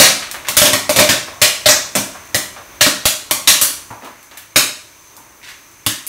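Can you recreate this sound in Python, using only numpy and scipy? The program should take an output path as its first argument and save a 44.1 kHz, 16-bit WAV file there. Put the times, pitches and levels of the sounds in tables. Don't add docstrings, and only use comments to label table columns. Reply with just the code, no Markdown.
import sys
import numpy as np
from scipy import signal
from scipy.fft import rfft, irfft, next_fast_len
from scipy.io import wavfile
from scipy.ndimage import uniform_filter1d

SR = 44100
rng = np.random.default_rng(int(sys.argv[2]) if len(sys.argv) > 2 else 0)


def undo_db(level):
    steps = np.asarray(level, float) / 20
    return 10 ** steps


def bounce(signal):
    frames = np.transpose(np.atleast_2d(signal))
    limited = np.clip(frames, -1, 1)
    pcm = np.round(limited * 32767).astype(np.int16)
    wavfile.write(sys.argv[1], SR, pcm)


N = 268116
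SPAN, SHORT = 20480, 2048
HZ = np.fft.rfftfreq(SPAN, 1 / SR)
HZ_SHORT = HZ[::SPAN // SHORT]

# frequency in Hz, level in dB per Hz.
FLAME_COLOUR = [(18, -37), (30, 2), (112, 2), (195, -7), (323, 1), (479, -6.5), (608, -3), (771, -8),
                (952, -1), (1660, -6), (5020, -14.5), (6200, -9.5), (7460, -14), (15200, -14.5),
                (16500, -40)]
# frequency in Hz, width in Hz, height in dB.
BURNER_WHISTLES = [(6280, 110, 10), (6090, 260, 7), (1050, 200, 1.5), (2300, 350, 4)]
# time in seconds, level in dB, rumble below 1 kHz in dB.
FLAME_LEVEL = [
    (0, -41, 4),
    (1.4, -37, 0.5),
    (2.0, -39, -0.5),
    (2.7, -40.5, 1),
    (3.8, -40.5, 0),
    (4.3, -42.5, -3.5),
    (4.9, -42.5, -3),
    (5.4, -44, -1),
    (6.08, -42, -4.5),
]
# frequency in Hz, width in Hz, height in dB.
MIC_PORT = [(10470, 620, -1)]

# frequency in Hz, time to fall 60 dB in seconds.
ROOM_DECAY = [(60, 0.43), (250, 0.39), (700, 0.45), (1800, 0.43), (4800, 0.41), (9000, 0.39), (14000, 0.27)]
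# delay in milliseconds, level in dB.
ECHOES = [(0, 7.5), (1.6, 0), (4.8, 0.5), (7.5, -6.5)]

# start in seconds, level in dB, centre in Hz, sharpness.
THUDS = [(0.224, -14.5, 1720, 0.49), (0.344, -15.5, 1390, 0.52), (0.449, -19, 1810, 0.86),
         (1.279, -19.5, 930, 0.52), (2.147, -22, 1150, 0.73), (2.5637, -20.5, 1030, 0.6),
         (2.719, -33, 1104, 0.31), (3.3, -28, 1060, 2), (3.905, -18.5, 980, 1.1), (3.9065, -26, 252, 1.3),
         (4.047, -27, 1700, .5), (4.313, -27, 1110, .45), (4.372, -25, 2080, 0.56), (5.174, -31, 980, 2.2),
         (5.181, -39, 230, 1.2), (5.484, -25.5, 1880, 1.6)]
# start in seconds, level in dB, centre in Hz, sharpness.
SKIDS = [
    (0.471, -10.5, 1730, 0.3),
    (4.023, -19.5, 920, 0.53),
    (4.03, -24, 280, 0.91),
    (4.055, -23.5, 1050, 1.4),
    (5.416, -26.5, 2120, 2.6),
    (5.43, -23, 2590, 0.48),
    (5.475, -21, 2350, 0.34),
]
# start in seconds, level in dB, centre in Hz.
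TICKS = [
    (0.45, -37, 3100),
    (2.255, -36, 8000),
    (4.229, -34, 6600),
    (4.047, -32, 6000),
    (4.374, -22, 12000),
    (4.3125, -35.5, 2500),
    (4.6, -40, 6410),
    (5.167, -28.5, 10400),
    (5.715, -43, 6170),
    (6.0732, -17, 12000),
]

# start in seconds, peak in dB.
AIR_PUFFS = [(0.483, -38), (0.567, -23), (0.892, -28), (1.003, -21), (1.417, -21.5), (1.659, -20),
             (1.951, -42), (2.345, -20), (2.801, -19.5), (3.612, -31), (3.906, -33), (4.55, -51),
             (5.864, -21)]
# start in seconds, peak in dB, length in milliseconds, gap to the bowl's copy in milliseconds, puff in dB.
SLAPS = [
    (3.0552, 6, .27, 1.6, -5),
    (3.3108, 4, .24, 1.1, -21),
]

# start in seconds, room level in dB, bass weight in dB, treble snap in dB, direct pulse over room in dB.
FLURRY = [(-0.012, 10, -25, -16.5, 12), (0.3126, -22, -37, -9.0, 7), (0.4848, -12, -18.5, -11, 8.5),
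          (0.5675, 1.0, -27, -11.5, 10.5), (0.616, -1.5, -18, -15, 7.5), (0.6481, -2.5, -21, -16.5, -1.5),
          (0.7323, -6.5, -16.5, -14.0, 8.5), (0.893, -7, -17.5, -13.5, 8), (0.9613, -4.0, -13, -15, 6),
          (0.9875, -1.5, -21.0, -14.5, 8), (1.0031, -5, -9.5, -33, 7), (1.0901, -2, -19, -19.5, 6.0)]
# start in seconds, room level in dB, bass weight in dB, treble snap in dB, direct pulse over room in dB.
STRAGGLERS = [(1.4158, 2.5, -30.5, -17.0, 3), (1.658, -1, -28, -19, 8.5), (1.6861, 1, -29, -18.0, 8.8),
              (1.952, -5.5, -15, -14, 6.0), (2.345, -7, -17.5, -12, 7.3), (2.809, 1.0, -31.5, -17.5, 8.5),
              (2.8636, -8.0, -13.5, -17.0, 9.9), (3.054, -2.5, -27.5, -12.5, 9),
              (3.31, -7.0, -19, -10, 10.7), (3.4737, 4.5, -31.5, -14.5, 5.3), (3.613, -1.0, -25, -4.5, 5.3),
              (4.559, 1, -24.5, -14.5, 9.1), (5.8633, -8, -18.5, -12.5, 8.5),
              (6.0663, -16.5, -23, 2.5, 2.1)]
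# frequency in Hz, level in dB per Hz.
BURST_COLOUR = [(24, -34), (40, -34), (112, -6), (233, -7.5), (271, -1.5), (484, -10.5), (608, -2),
                (672, -8), (909, -14), (1620, -14), (3920, -9.5), (4790, -12.5), (6170, -9.5), (14900, -5),
                (16500, -58)]
# frequency in Hz, width in Hz, height over the broad colour in dB.
BOWL_MODES = [(109.5, 5.4, 5.5), (204, 5, 12.5), (269.4, 8.1, 9), (303, 17, 4.5), (538, 6.4, 8.5),
              (604, 10.6, 10), (633, 22, 4), (797, 12, -4), (1104, 11.4, 9), (1510, 10, 1.5),
              (1658, 20, 5.5), (1886, 56, 2.5), (2320, 11, 6.5), (2340, 14, 6), (4020, 13, -2),
              (4200, 21, 3), (5890, 44, 5), (6530, 38, 2)]
# burst start in seconds, delay in milliseconds, share, second delay in milliseconds, ring in dB.
BOUNCES = [(-0.012, 0.19, 0.079, 0.46, 2.5), (0.485, 0.062, 0.14, 0.95, -8.5),
           (0.568, 0.6, 0.094, 1.34, -2.5), (0.616, 0.606, 0.45, 1.18, 2.5), (0.648, 0.333, 0.4, 0.59, 1.5),
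           (0.732, 0.93, 0.46, 0.9, 2.5), (0.893, 0.46, 0.13, 0.83, 4), (1.09, 0.37, 0.093, 0.58, -3),
           (1.417, 0.39, 0.17, 0.97, 9), (1.658, 0.23, 0.31, 1.44, 4.5), (1.686, 0.15, 0.85, 0.53, 1),
           (1.952, 0.13, 0.22, 0.35, -3), (2.345, 0.96, 0.33, 0.58, 2.5), (2.809, 0.33, 0.067, 0.25, 3),
           (2.864, 0.21, 0.28, 0.68, -7), (3.054, 1.46, 0.2, 0.28, 0.5), (3.31, 0.91, 0.21, 0.87, -1),
           (3.474, 0.29, 0.28, 1.06, -0.5), (3.613, 0.66, 0.45, 0.88, 2.5), (4.559, 0.76, 0.45, 0.43, 3.5),
           (5.863, 0.61, 0.3, 1.1, -9), (6.066, 0.42, 0.55, 0.8, -3)]
# burst start in seconds, frequency in Hz, lift in dB.
HULL_NOTES = [(-0.012, 1180, 3.5), (0.313, 850, 5), (0.485, 960, 3), (0.568, 3310, 2.5), (0.648, 900, 5),
              (0.732, 1880, 8), (0.893, 850, 6.5), (1.003, 2250, 10), (1.09, 1600, 5.5), (1.416, 2830, 3.5),
              (1.686, 6530, 4), (1.952, 1400, 3), (2.345, 1890, 5), (2.809, 1880, 6.5), (2.864, 1450, 7.5),
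              (3.054, 4770, 4), (3.31, 860, 1.5), (3.474, 5640, 3.5), (3.613, 5160, 6), (4.559, 1780, 2.5),
              (5.863, 3100, 5.5)]


def line(table, hz):
    t = np.array(table, float)
    return np.interp(np.log(hz + 1), np.log(t[:, 0]), t[:, 1])


def peaks(table, hz):
    power = 1
    for f, width_hz, db in table:
        power = power + (undo_db(db) ** 2 - 1) / (1 + (2 * (hz - f) / width_hz) ** 2)
    return np.sqrt(power)


def walk(rate):
    hold = int(SR / rate)
    steps = np.repeat(rng.standard_normal(N // hold + 1), hold)
    y = uniform_filter1d(uniform_filter1d(steps, hold), hold)[:N]
    return y / y.std()


def causal(gain):
    c = irfft(np.log(gain + 1e-6))
    half = len(c) // 2
    c[1:half] *= 2
    c[half + 1:] = 0
    return np.exp(rfft(c))


def add(out, s, y):
    i = int(s * SR)
    y = y[max(-i, 0):N - i]
    out[max(i, 0):max(i, 0) + len(y)] += y


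def flame():
    size = next_fast_len(N, True)
    hz = np.fft.rfftfreq(size, 1 / SR)
    oil = rng.random(N) < 300 / SR
    oil = oil * undo_db(3.5 * rng.exponential(size=N)) * rng.standard_normal(N)
    gas = rfft(rng.standard_normal(N) + 0.49 * oil, size)
    gas *= undo_db(line(FLAME_COLOUR, np.minimum(hz, 15000)))
    gas *= peaks(BURNER_WHISTLES, hz) * peaks(MIC_PORT, hz)
    times, levels, rumbles = np.array(FLAME_LEVEL).T
    level_db = np.interp(np.arange(N) / SR, times, levels)
    rumble_db = np.interp(np.arange(N) / SR, times, rumbles)
    out, swell = 0, walk(1.5)
    centres = 30 * 2. ** np.arange(10)
    for k, centre in enumerate(centres):
        share = line([(f, j == k) for j, f in enumerate(centres)], hz)
        drift_db = .5 * swell + .9 * walk(9)
        out = out + irfft(gas * share, size)[:N] * undo_db(drift_db + rumble_db * (centre < 1000))
    return out / out.std() * undo_db(level_db)


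def room_bands():
    t = np.arange(SPAN) / SR
    fade = np.minimum(1, 4 * (1 - t / t[-1]))
    bands = []
    for k, (_, t60) in enumerate(ROOM_DECAY):
        share = line([(f, j == k) for j, (f, _) in enumerate(ROOM_DECAY)], HZ)
        next_room = undo_db(-27.5) * 1000 ** (-t / t60 / 2.3)
        bands.append((share, fade * (1000 ** (-t / t60) + next_room)))
    return bands


def strike(bands, colour, direct_db, rise_ms, pulse_ms):
    ms = np.arange(SPAN) / SR * 1000
    short_ms = ms[:SHORT]
    tear = rfft(rng.standard_normal(SHORT) * short_ms * np.exp(-short_ms / 3.0))
    lumps = np.abs(1 + .36 * tear / np.sqrt(np.mean(np.abs(tear) ** 2)))
    colour = colour * np.interp(HZ, HZ_SHORT, lumps) ** np.clip(HZ / 1000, 0, 1)
    colour = colour / np.sqrt(np.mean(colour ** 2))
    diffuse = rfft(rng.standard_normal(SPAN)) * colour
    y = sum(irfft(diffuse * share) * decay for share, decay in bands)
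    y *= 1 - np.exp(-(ms / rise_ms) ** 2)
    spatter = .5 * rng.standard_normal(SHORT) * np.exp(-short_ms / pulse_ms)
    crack = spatter + 1.97 * np.exp(-short_ms / 0.033)
    place = 1 + 0.1406 * rng.standard_normal(len(ECHOES))
    paths = 0
    for (lag_ms, db), shift in zip(ECHOES, place):
        paths = paths + undo_db(db) * np.exp(-2j * np.pi * HZ_SHORT * lag_ms * shift / 1000)
    onset = causal(colour[::SPAN // SHORT])
    y[:SHORT] += undo_db(direct_db) * irfft(rfft(crack) * onset * paths)
    return y


def landings(out, bands):
    ticks = [(*row, 0.37) for row in TICKS]
    steel = undo_db(.5 * line(BURST_COLOUR, np.minimum(HZ, 14800)))
    for rows, direct_db, rise_ms in ((THUDS, 1.5, 2.7), (SKIDS, -1, 10), (ticks, 9.5, 4)):
        for s, db, centre_hz, sharp in rows:
            detune = sharp * (HZ / centre_hz - centre_hz / (HZ + 1))
            hump = 1 / (1 + detune ** 2) ** 1.35 + undo_db(-34)
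            y = strike(bands, hump * steel, direct_db, rise_ms, pulse_ms=1.0)
            add(out, s, undo_db(db - 11.5) * y)


def swing(t, hz, t60):
    return np.sin(2 * np.pi * hz * t) * 1000 ** (-t / t60)


def air_puffs(out):
    t = np.arange(8192) / SR
    starts = np.array([row[0] for row in FLURRY + STRAGGLERS + THUDS])
    for s, db in AIR_PUFFS:
        nearest = starts[np.argmin(np.abs(starts - s))]
        add(out, nearest, undo_db(db + 4) * swing(t, hz=112, t60=0.14))
    for s, db, ms, gap_ms, puff_db in SLAPS:
        u = t * 1000 / ms
        slap = undo_db(db) * 1.14 * u * (2 - u) * np.exp(-1.3 * u)
        add(out, s, slap + undo_db(puff_db) * swing(t, hz=85, t60=0.02))
        add(out, s + gap_ms / 1000, .9 * slap)


def bowl_copy(ms):
    return np.exp(-2j * np.pi * HZ * ms / 1000) / (1 + (HZ / 12000) ** 2)


def bursts(out, bands):
    body = undo_db(line(BURST_COLOUR, np.minimum(HZ, 14800))) * peaks(BOWL_MODES, HZ) * peaks(MIC_PORT, HZ)
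    body /= np.sqrt(1 + (HZ / 14000) ** 8)
    for s, db, weight_db, snap_db, direct_db in FLURRY + STRAGGLERS:
        boom_db, ring_db, comb = weight_db + 9.5, .9 * weight_db + 11.5, 1
        for at, ms, share, second_ms, struck_db in BOUNCES:
            if abs(at - s) < .008:
                comb = np.abs(1 + min(share, .75) * bowl_copy(ms) + 0.21 * bowl_copy(second_ms))
                ring_db += struck_db
        note = [(hz, 94 + 0.062 * hz, lift_db) for at, hz, lift_db in HULL_NOTES if abs(at - s) < .008]
        tilt_db = line([(300, boom_db), (600, ring_db), (1000, 0.49 * (weight_db + 20)), (1500, 0),
                        (5000, 0.017), (10000, snap_db + 8.0), (14000, snap_db + 6.0)], HZ)
        colour = body * undo_db(tilt_db) * comb * peaks(note, HZ)
        y = strike(bands, colour, direct_db + 3, rise_ms=3.5, pulse_ms=.5)
        add(out, s + .0007, undo_db(db - 5.0) * y)


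def scene():
    out, bands = flame(), room_bands()
    landings(out, bands)
    air_puffs(out)
    bursts(out, bands)
    return np.array([out, out])


def band_limit(x):
    return signal.sosfilt(signal.butter(12, 16620, fs=SR, output="sos"), x)


def record(dry):
    ring_band = signal.butter(1, [3050, 3350], "band", fs=SR, output="sos")
    ring = signal.sosfiltfilt(ring_band, dry)
    clipped = np.clip(dry - .25 * ring, -.88, .88)
    treble = signal.butter(4, 10500, "high", fs=SR, output="sos")
    grit = signal.sosfilt(treble, clipped[0] * rng.standard_normal(N))
    pair = clipped + undo_db(-27) * grit * np.array([[1], [-1]])
    pair = signal.sosfilt(signal.butter(2, 45, "high", fs=SR, output="sos"), pair)
    mix = signal.sosfilt(signal.ellip(12, .3, 60, 15740, fs=SR, output="sos"), pair)
    return band_limit(mix)


dry = scene()
out = record(dry)
bounce(out)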